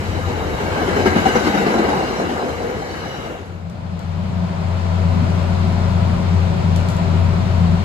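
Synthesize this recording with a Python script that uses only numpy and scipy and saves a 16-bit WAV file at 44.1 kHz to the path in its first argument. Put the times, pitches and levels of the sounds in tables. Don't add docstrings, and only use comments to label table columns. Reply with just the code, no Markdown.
import sys
import numpy as np
from scipy import signal
from scipy.fft import rfft, irfft
from scipy.io import wavfile
from scipy.ndimage import uniform_filter1d

SR = 44100
rng = np.random.default_rng(int(sys.argv[2]) if len(sys.argv) > 2 else 0)


def waveform_to_disk(signal):
    frames = np.transpose(np.atleast_2d(signal))
    scaled = np.clip(frames, -1, 1) * 32767
    samples = np.round(scaled).astype(np.int16)
    wavfile.write(sys.argv[1], SR, samples)


N = 345744
TIME, FREQ = np.arange(N) / SR, np.fft.rfftfreq(N, 1 / SR)

# time_s, roar_db, hiss_db
PLATFORM_ROLL = [(0, -29, -38), (0.55, -25, -37.5), (1, -21, -32), (1.4, -21, -30), (1.8, -20, -34),
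                 (2.2, -22.5, -36.5), (2.85, -29.5, -40.5), (3.25, -29.5, -41), (3.55, -40.5, -52.5)]
# frequency_hz, relative_db
PLATFORM_ROLL_COLOUR = [(120, -12), (200, -3.5), (400, -2), (600, -5), (800, -5), (1080, -10),
                        (1800, -15.5), (2500, -21.5), (3450, -29.5), (4400, -31.5), (6500, -30.5),
                        (9000, -40), (13000, -39.5), (15500, -78)]
# pitch_hz, width_hz, lift_db
STEEL_BANDS = [(496, 60, 3), (720, 220, 0.5), (1250, 41, 2.5), (1660, 170, 2.5), (1980, 55, 4),
               (2216, 200, 4), (2950, 480, 4.5), (3880, 560, 6), (4420, 240, 4.5), (4840, 240, 3),
               (6030, 340, 0)]
# nearest_s, half_length_s, pitch_hz, width_hz, level_db
GEAR_RINGS = [(.72, .07, 1565, 35, -34), (.78, 0.12, 2205, 70.6, -40), (.85, 0.18, 3150, 60, -52),
              (1.02, .08, 5000, 110, -48), (1.15, 0.14, 2140, 45, -42), (1.25, 0.14, 756, 60, -30.5),
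              (1.37, 0.17, 1515, 45, -29.5), (1.38, .05, 5930, 100, -40), (1.45, 0.072, 4830, 80, -44),
              (1.5, 0.11, 3750, 90, -50), (1.62, 0.39, 215.9, 61, -26.5), (1.7, 0.081, 5130, 110, -50),
              (1.8, 0.13, 3940, 90, -46), (1.95, 0.12, 4900, 100, -46.5), (2.05, .16, 4150, 120, -43.5),
              (2.1, 0.16, 2800, 110, -44.5), (2.15, 0.059, 5640, 70.5, -47), (2.42, 0.073, 5020, 45, -53),
              (2.62, 0.13, 482, 70, -28.5), (2.9, 0.096, 1930, 25, -45), (2.94, 0.074, 4430, 70.8, -46),
              (3.06, 0.16, 1650, 45, -46), (3.1, 0.086, 4960, 130, -53), (3.12, .06, 5700, 70, -50),
              (3.15, 0.13, 3980, 90, -51), (3.24, 0.15, 2850, 130, -40)]
# pitch_hz, width_hz, relative_db
WHEEL_MODES = [(1560, 64, 1.5), (2147, 50, -1.5), (2933, 120, -1), (3970, 57, -2.5), (4930, 70, -9.5),
               (5860, 100, -10.5)]
# nearest_s, level_db (both axles), tuning_ratio, treble_lift_db_per_octave
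BOGIES = [(.15, -53, 1.01, 0), (.92, -47.5, 1.02, -9), (1.38, -36, .98, -4), (1.92, -44, .995, -6),
          (3.08, -48, 1.0, 5)]
# time_s, level_db
RUMBLE_LEVEL = [(0, -28), (1.1, -28.5), (2, -33), (3.3, -35)]
# frequency_hz, relative_db
RUMBLE_COLOUR = [(15, -40), (30, -34), (42, -9), (56, -8), (85, -2), (120, -9), (170, -4.5), (400, -58)]
# pitch_hz, relative_db, time_to_fall_60_db_s
TRACK_MODES = [(202, 6, 0.15), (243, 3.5, 0.091), (302.8, 2.5, 0.14), (367.6, 8, 0.089), (468, 4, 0.1),
               (766, 10.5, 0.065), (926, 2, 0.076), (1310, 5.5, 0.062), (2070, -1, 0.018),
               (2720, -21, 0.014)]
# start_s, strength_db, strongest_pitch_hz
BLOWS = [(0.602, -21, 400), (0.775, -26, 253), (0.876, -16, 380), (0.963, -16.5, 404), (0.996, -17.5, 242),
         (1.057, -6.5, 368), (1.063, -15.5, 865), (1.16, -10, 223.1), (1.184, -21, 298), (1.256, -8, 748),
         (1.279, -21, 398), (1.353, -9, 484), (1.444, -18, 305), (1.468, -13, 297), (1.544, -13.5, 300),
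         (1.575, -16.5, 203), (1.612, -25, 232), (1.664, -11.5, 424), (1.703, -18.5, 248),
         (1.74, -13.5, 334), (1.786, -11, 322), (1.838, -16.5, 372), (1.885, -13, 300), (1.931, -24, 237),
         (2.195, -17.5, 716), (2.292, -24, 760), (2.377, -22, 383), (2.483, -23, 264), (2.621, -22, 486),
         (2.69, -22, 498)]
# frequency_hz, relative_db
RIDE_COLOUR = [(120, -12), (290, -3.5), (400, -2), (640, 3.5), (840, -2), (1000, -5), (1380, -8),
               (1700, -14.5), (2300, -15), (3300, -20), (4300, -20), (5200, -25), (9000, -36),
               (15000, -49.5)]
# frequency_hz, relative_db
BOOM_COLOUR = [(15, -30), (31, -31), (43, -12.5), (65, -13.5), (105, -8.5), (132, -11.5), (152, -19.5),
               (167, 1.5), (177, -8), (200, -6), (216, -13), (255, -22.5), (330, -24), (700, -81)]
# time_s, level_db
SHAKE = [(3.2, -2.5), (4.2, -0.5), (4.9, -3.5), (5.12, -1), (5.6, -.5), (7.85, 0.5)]
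# centre_s, half_length_s, pitch_hz, width_hz, level_db
CAR_GROANS_AND_WHINES = [(4.39, 0.15, 174, 21, -24), (5.19, 0.1, 175.4, 22, -21.5),
                         (5.19, 0.05, 241.5, 19, -26.5), (5.33, 0.048, 294, 35, -36.5),
                         (6.66, 1.87, 381.5, 43, -36.5), (6.15, 1.22, 561.2, 12, -38.5),
                         (6.2, 2.4, 659, 22, -41.5), (6.2, 1.6, 754, 67, -46), (6.26, 2.2, 973, 123, -37.5)]
# time_s, relative_db
SECOND_MOTOR = [(3.2, -20), (5.8, -24), (6.15, -6), (7.85, -14)]
# centre_s, half_length_s, change_db
HUM_DIPS = [(3.733, 0.014, -15), (4.015, 0.016, -13), (4.307, 0.019, -9), (4.56, 0.043, -7)]
# pitch_hz, relative_db
FANS = [(45, -17.5), (117.7, -7.5), (119.04, -10.5), (147.2, -8), (161, -9.5), (167.3, -4.5), (171.6, -9),
        (178.4, -4.5), (188, -12.5), (201, -17), (235.6, -18), (237.7, -12.5), (297, -35), (382.2, -22)]
# start_s, relative_db, time_to_fall_60_db_s
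TICKS = [(3.698, -44, 0.34), (3.9924, -40.5, 0.32), (5.7244, -42, 0.15), (6.761, -29.5, 0.33),
         (6.8867, -31.5, 0.42), (6.901, -40, 0.22), (6.966, -38, 0.2)]
# frequency_hz, relative_db
TICK_COLOUR = [(1000, -21), (3000, 9), (6500, 7), (12000, -1), (16000, -14)]
# frequency_hz, likeness_0_to_1, left_minus_right_db
OUTSIDE_STEREO = [(70, 0.82, 8), (171, 0.92, 3.5), (340, 0.68, 2), (704, 0.62, 1.2), (1500, 0.45, 3.5),
                  (3000, 0.05, 1.5), (5350, 0, 1.5), (8600, 1, -0.5), (12000, 0.98, 0)]
# frequency_hz, likeness_0_to_1, left_minus_right_db
INSIDE_STEREO = [(71, 0.74, 7), (173, 0.93, 3), (338, 0.25, 0.5), (700, 0.23, -0.5), (1490, 0.066, 5),
                 (3000, 0.042, 6.5), (5300, 0.36, 2.5), (8900, 1, -1.3), (12000, 0.79, 0.0)]

SPEED_M_PER_S, SOUND_M_PER_S, WHEELBASE_M = 23.1, 343, 2.6
WHEEL_TURNS_HZ = 10.1
SURGE_PEAK_S, SURGE_POWER = 0.012, 0.53
BOGIE_HALF_S, GLIDE_S, AXLE_DETUNE = 0.264, 0.34, 0.024
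CROWD_DB, CROWD_DETUNE, CROWD_HALF_S, CROWD_WIDTH_HZ = -8, 0.115, 0.046, 43
WHEELS_FADE_S, WHEELS_GONE_S = 3.05, 3.55
KNOCKS_PER_S, KNOCK_DB, KNOCK_SPREAD_DB = 70, -7, 1
DRONE_DB, DRONE_FALL_DB_PER_S, THROB_DB = -26.5, 8.5, -4.5
FADE_START_S, FADE_FULL_S = 3.246, 5.3
ROAR_FADE_POWER, BOOM_FADE_POWER, HUM_FADE_POWER = 0.8, 0.75, 0.98
RIDE_ROAR_DB, RIDE_HISS_DB = -30.5, -38.5
BOOM_DB, BOOM_SWELL_DB = -25, 1
HUM_HZ, HUM_DB, HUM_WAVER_DB = 90.0, -18, 0.95
BEAT_HZ, BEAT_DIP_S = 2.42, 6.18
FANS_DB = -23.5
SNAP_S, RATTLE_SHARE = 0.0015, 0.22
LEFT_LAG_S, TREBLE_EDGE_HZ = 0.000268, 15750


def gain_of(db):
    return 10 ** (np.asarray(db) / 20)


def evened(x):
    return x / np.sqrt(np.mean(x ** 2) + 1e-20)


def read(points, hz, axis=1):
    table = np.array(points, float)
    return np.interp(np.log(hz + 1), np.log(table[:, 0] + 1), table[:, axis])


def level(rows, axis=1):
    table = np.array(rows, float)
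    beyond_s = np.maximum(table[0, 0] - TIME, 0) + np.maximum(TIME - table[-1, 0], 0)
    return gain_of(np.interp(TIME, table[:, 0], table[:, axis]) - 80 * beyond_s)


def wander(hz, size=4096):
    step_s = TIME[-1] / (size - 1)
    smoothing = np.exp(-(np.fft.rfftfreq(size, step_s) / hz) ** 2)
    slow = irfft(rfft(rng.standard_normal(size)) * smoothing, size)
    return np.interp(TIME, np.arange(size) * step_s, evened(slow))


def coloured(x, colour):
    return irfft(rfft(x) * gain_of(read(colour, FREQ)), N)


def noise(colour, patchy_db):
    _, _, spectra = signal.stft(rng.standard_normal((2, N)), SR, nperseg=512)
    patches = rng.standard_normal(spectra.shape[1:])
    patches = uniform_filter1d(patches, size=9, axis=0)
    patches = evened(uniform_filter1d(patches, size=10, axis=1))
    patchy = signal.istft(spectra * gain_of(patchy_db * patches), SR)[1][:, :N]
    return coloured(patchy, colour)


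def band(x, low_hz, high_hz):
    inside = (FREQ > low_hz) & (FREQ < high_hz)
    return x / np.std(irfft(rfft(x) * inside, N))


def stereo(x, field):
    a, b = rfft(x)
    same = np.clip(read(field, FREQ), 0, 1)
    lean = gain_of(read(field, FREQ, axis=2) / 2)
    left = a * lean * np.exp(-2j * np.pi * FREQ * LEFT_LAG_S)
    right = (same * a + np.sqrt(1 - same ** 2) * b) / lean
    return irfft(np.array([left, right]), N)


def rolling(colour, patchy_db, split_hz):
    x = noise(colour, patchy_db)
    low = 1 / (1 + (FREQ / split_hz) ** 4)
    no_bass = FREQ ** 4 / (FREQ ** 4 + 110 ** 4)
    roar = irfft(rfft(band(x, 250, 1200)) * low * no_bass, N)
    hiss = irfft(rfft(band(x, 2000, 8000)) * (1 - low), N)
    return roar, hiss


def sing(rows, doppler, passing_s, flutter_db, breakup_db):
    step = 32
    out, contact = np.zeros((2, N)), wander(15)[::step]
    rub = rng.standard_normal((2, len(contact))) + 1j * rng.standard_normal((2, len(contact)))
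    for s, length, hz, width, db in rows:
        near = slice(*np.searchsorted(TIME, [s - 2.5 * length, s + 2.5 * length]))
        t = TIME[near][::step] - s
        stretch = (np.arange(len(t)) + int(rng.random() * len(contact))) % len(contact)
        swing = signal.lfilter(*signal.butter(2, width / 2, fs=SR / step), rub[:, stretch])
        flutter = flutter_db * np.sin(2 * np.pi * (WHEEL_TURNS_HZ * t + rng.random()))
        swing *= gain_of(flutter + breakup_db * contact[stretch])
        swing *= gain_of(db) / np.std(swing.real) * np.exp(-(t / length) ** 2 / 2)
        turns = hz * np.cumsum(1 - doppler * np.tanh(t / passing_s)) * step / SR
        tone = np.exp(2j * np.pi * np.interp(TIME[near], s + t, turns))
        out[:, near] += [(np.interp(TIME[near], s + t, side) * tone).real for side in swing]
    return out


def bogie_modes():
    middle_hz = WHEEL_MODES[2][0]
    lead_s = 0.5 * WHEELBASE_M / SPEED_M_PER_S
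    rows = []
    for s, db, tuning, lift_db in BOGIES:
        for axle_s in (-lead_s, lead_s):
            for hz, width, mode_db in WHEEL_MODES:
                pitch = hz * (tuning + AXLE_DETUNE * (rng.random() - 0.5))
                axle_db = db - 10 * np.log10(2)
                loud = axle_db + mode_db + lift_db * np.log2(hz / middle_hz)
                rows.append((s + axle_s, BOGIE_HALF_S, pitch, width, loud))
    return rows


def other_wheels(count=280):
    when, detune, size = rng.random((count, 3)).T
    s = 3.3 * (np.arange(count) + when) / count
    hz, _, mode_db = np.array(WHEEL_MODES)[np.arange(count) % len(WHEEL_MODES)].T
    roll = np.array(PLATFORM_ROLL)
    db = np.interp(s, roll[:, 0], roll[:, 2]) + CROWD_DB + mode_db - 5 * size
    pitches = hz * (1 + CROWD_DETUNE * (detune - 0.5))
    return [(at, CROWD_HALF_S, pitch, CROWD_WIDTH_HZ, loud) for at, pitch, loud in zip(s, pitches, db)]


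def coaches():
    roar, hiss = rolling(PLATFORM_ROLL_COLOUR, patchy_db=1.4, split_hz=1500)
    surge = np.zeros(N)
    age = np.arange(SR // 4) / SR / SURGE_PEAK_S
    for s, db, _ in BLOWS:
        swell = surge[round((s - 0.0038) * SR):][:len(age)]
        swell += gain_of(SURGE_POWER * db) * age * np.exp(1 - age)
    surge -= uniform_filter1d(surge, size=8800)
    roll = roar * level(PLATFORM_ROLL) * gain_of(-0.5 + 3.9 * surge)
    roll += hiss * level(PLATFORM_ROLL, axis=2) * gain_of(-1.5 + 6.1 * surge)
    lift_db = sum(db * np.exp(-(2 * (FREQ - hz) / width) ** 2 / 2) for hz, width, db in STEEL_BANDS)
    roll = irfft(rfft(roll) * gain_of(lift_db), N)
    wheels = sing(GEAR_RINGS + bogie_modes() + other_wheels(), doppler=SPEED_M_PER_S / SOUND_M_PER_S,
                  passing_s=GLIDE_S, flutter_db=2.0, breakup_db=2.5)
    fade_out = np.interp(TIME, [WHEELS_FADE_S, WHEELS_GONE_S], [1, 0])
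    return roll + wheels * gain_of(11.4 * surge) * fade_out


def locomotive():
    drone = np.zeros(N)
    for hz, db in [(84.5, 0.0), (96, -3.0)]:
        pitch_hz = hz + 1.05 * wander(7.0)
        drone += gain_of(db) * np.sin(2 * np.pi * np.cumsum(pitch_hz) / SR)
    rumble = evened(coloured(rng.standard_normal((2, N)), RUMBLE_COLOUR)) * level(RUMBLE_LEVEL)
    receding = gain_of(DRONE_DB - DRONE_FALL_DB_PER_S * TIME + THROB_DB * wander(3.3))
    return drone * receding * np.array([[1], [0]]) + rumble


def knocks():
    t, out = np.arange(SR // 8) / SR, np.zeros((2, N))
    chance, size, which = rng.random((3, N))
    sizes = gain_of(-KNOCK_SPREAD_DB * np.log(np.maximum(size, 0.1)))
    hits = (chance < KNOCKS_PER_S / SR) * sizes
    mode = (which * len(TRACK_MODES)).astype(int)
    rise = 1 - np.exp(-t / 0.002)
    for at in np.flatnonzero(hits):
        hz, db, t60 = TRACK_MODES[mode[at]]
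        turns = hz * (1 + 0.053 * rng.standard_normal()) * t + rng.random((2, 1))
        knock = hits[at] * gain_of(db - 60 * t / t60) * rise * np.sin(2 * np.pi * turns)
        out[:, at:at + len(t)] += knock[:, :N - at]
    return evened(out) * gain_of(KNOCK_DB) * level(PLATFORM_ROLL)


def flat_spot():
    out = np.zeros((2, N))
    t = np.arange(SR // 4) / SR
    rise = 1 - np.exp(-t / 0.004)
    modes_hz = np.array(TRACK_MODES)[:, 0]
    for s, db, strongest_hz in BLOWS:
        nearest_hz = modes_hz[np.argmin(abs(modes_hz - strongest_hz))]
        tuning = strongest_hz / nearest_hz
        blow = np.zeros(len(t))
        for hz, mode_db, t60 in TRACK_MODES:
            octaves_away = abs(np.log2(hz * tuning / strongest_hz))
            favour_db = -9 * min(octaves_away / 0.34, 1)
            turns = hz * tuning * (1 + 0.02 * rng.standard_normal()) * t + rng.random()
            blow += gain_of(mode_db + favour_db - 60 * t / t60) * np.sin(2 * np.pi * turns)
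        part = out[0, round(s * SR):][:len(t)]
        part += gain_of(db) * blow * rise
    return out


def fade_in():
    return np.clip((TIME - FADE_START_S) / (FADE_FULL_S - FADE_START_S), 0, 1)


def cabin():
    roar, hiss = rolling(RIDE_COLOUR, patchy_db=0.5, split_hz=1070)
    roar = gain_of(RIDE_ROAR_DB) * roar * fade_in() ** ROAR_FADE_POWER
    hiss = gain_of(RIDE_HISS_DB) * hiss * fade_in()
    boom = band(noise(BOOM_COLOUR, patchy_db=0.5), 135, 220)
    swell = gain_of(BOOM_DB + BOOM_SWELL_DB * wander(1.9)) * level(SHAKE) * fade_in() ** BOOM_FADE_POWER
    groans_and_whines = sing(CAR_GROANS_AND_WHINES, doppler=0, passing_s=1, flutter_db=1.5, breakup_db=1)
    groans_and_whines *= np.clip(TIME - 3.5, 0, 1)
    return roar + hiss + boom * swell + groans_and_whines


def machinery():
    phase = 2 * np.pi * HUM_HZ * TIME + 0.16 * wander(1.8)
    slip = 2 * np.pi * BEAT_HZ * (TIME - BEAT_DIP_S)
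    dips_db = sum(db * np.exp(-((TIME - s) / length) ** 2 / 2) for s, length, db in HUM_DIPS)
    motors = np.sin(phase) - level(SECOND_MOTOR) * np.sin(phase - slip)
    motors *= gain_of(HUM_DB + HUM_WAVER_DB * wander(4.5) + dips_db)
    fans = np.zeros(N)
    for hz, db in FANS:
        fans += gain_of(FANS_DB + db) * np.sin(2 * np.pi * hz * TIME + 0.59 * wander(4.1))
    hum = np.sqrt(2) * (motors + fans * level(SHAKE)) * fade_in() ** HUM_FADE_POWER
    return hum * np.array([[1], [0]])


def trim():
    envelope, age = np.zeros(N), np.arange(SR // 3) / SR
    for s, db, t60 in TICKS:
        rattle = RATTLE_SHARE * gain_of(-60 * age / max(t60, 0.01))
        envelope[round(s * SR):][:len(age)] += gain_of(db) * (np.exp(-age / SNAP_S) + rattle)
    bright = evened(coloured(rng.standard_normal((2, N)), TICK_COLOUR))
    return gain_of(1.0) * envelope * bright


def scene():
    platform = coaches() + flat_spot() + knocks() + locomotive()
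    ride = cabin() + machinery() + trim()
    return stereo(platform, OUTSIDE_STEREO) + stereo(ride, INSIDE_STEREO)


def record(dry):
    rounded = dry / (1 + (dry / 0.92) ** 6) ** (1 / 6)
    low_pass = signal.firwin(511, TREBLE_EDGE_HZ, window=("kaiser", 9), fs=SR)
    return signal.oaconvolve(rounded, low_pass[None], "same")


dry = scene()
out = record(dry)
waveform_to_disk(out)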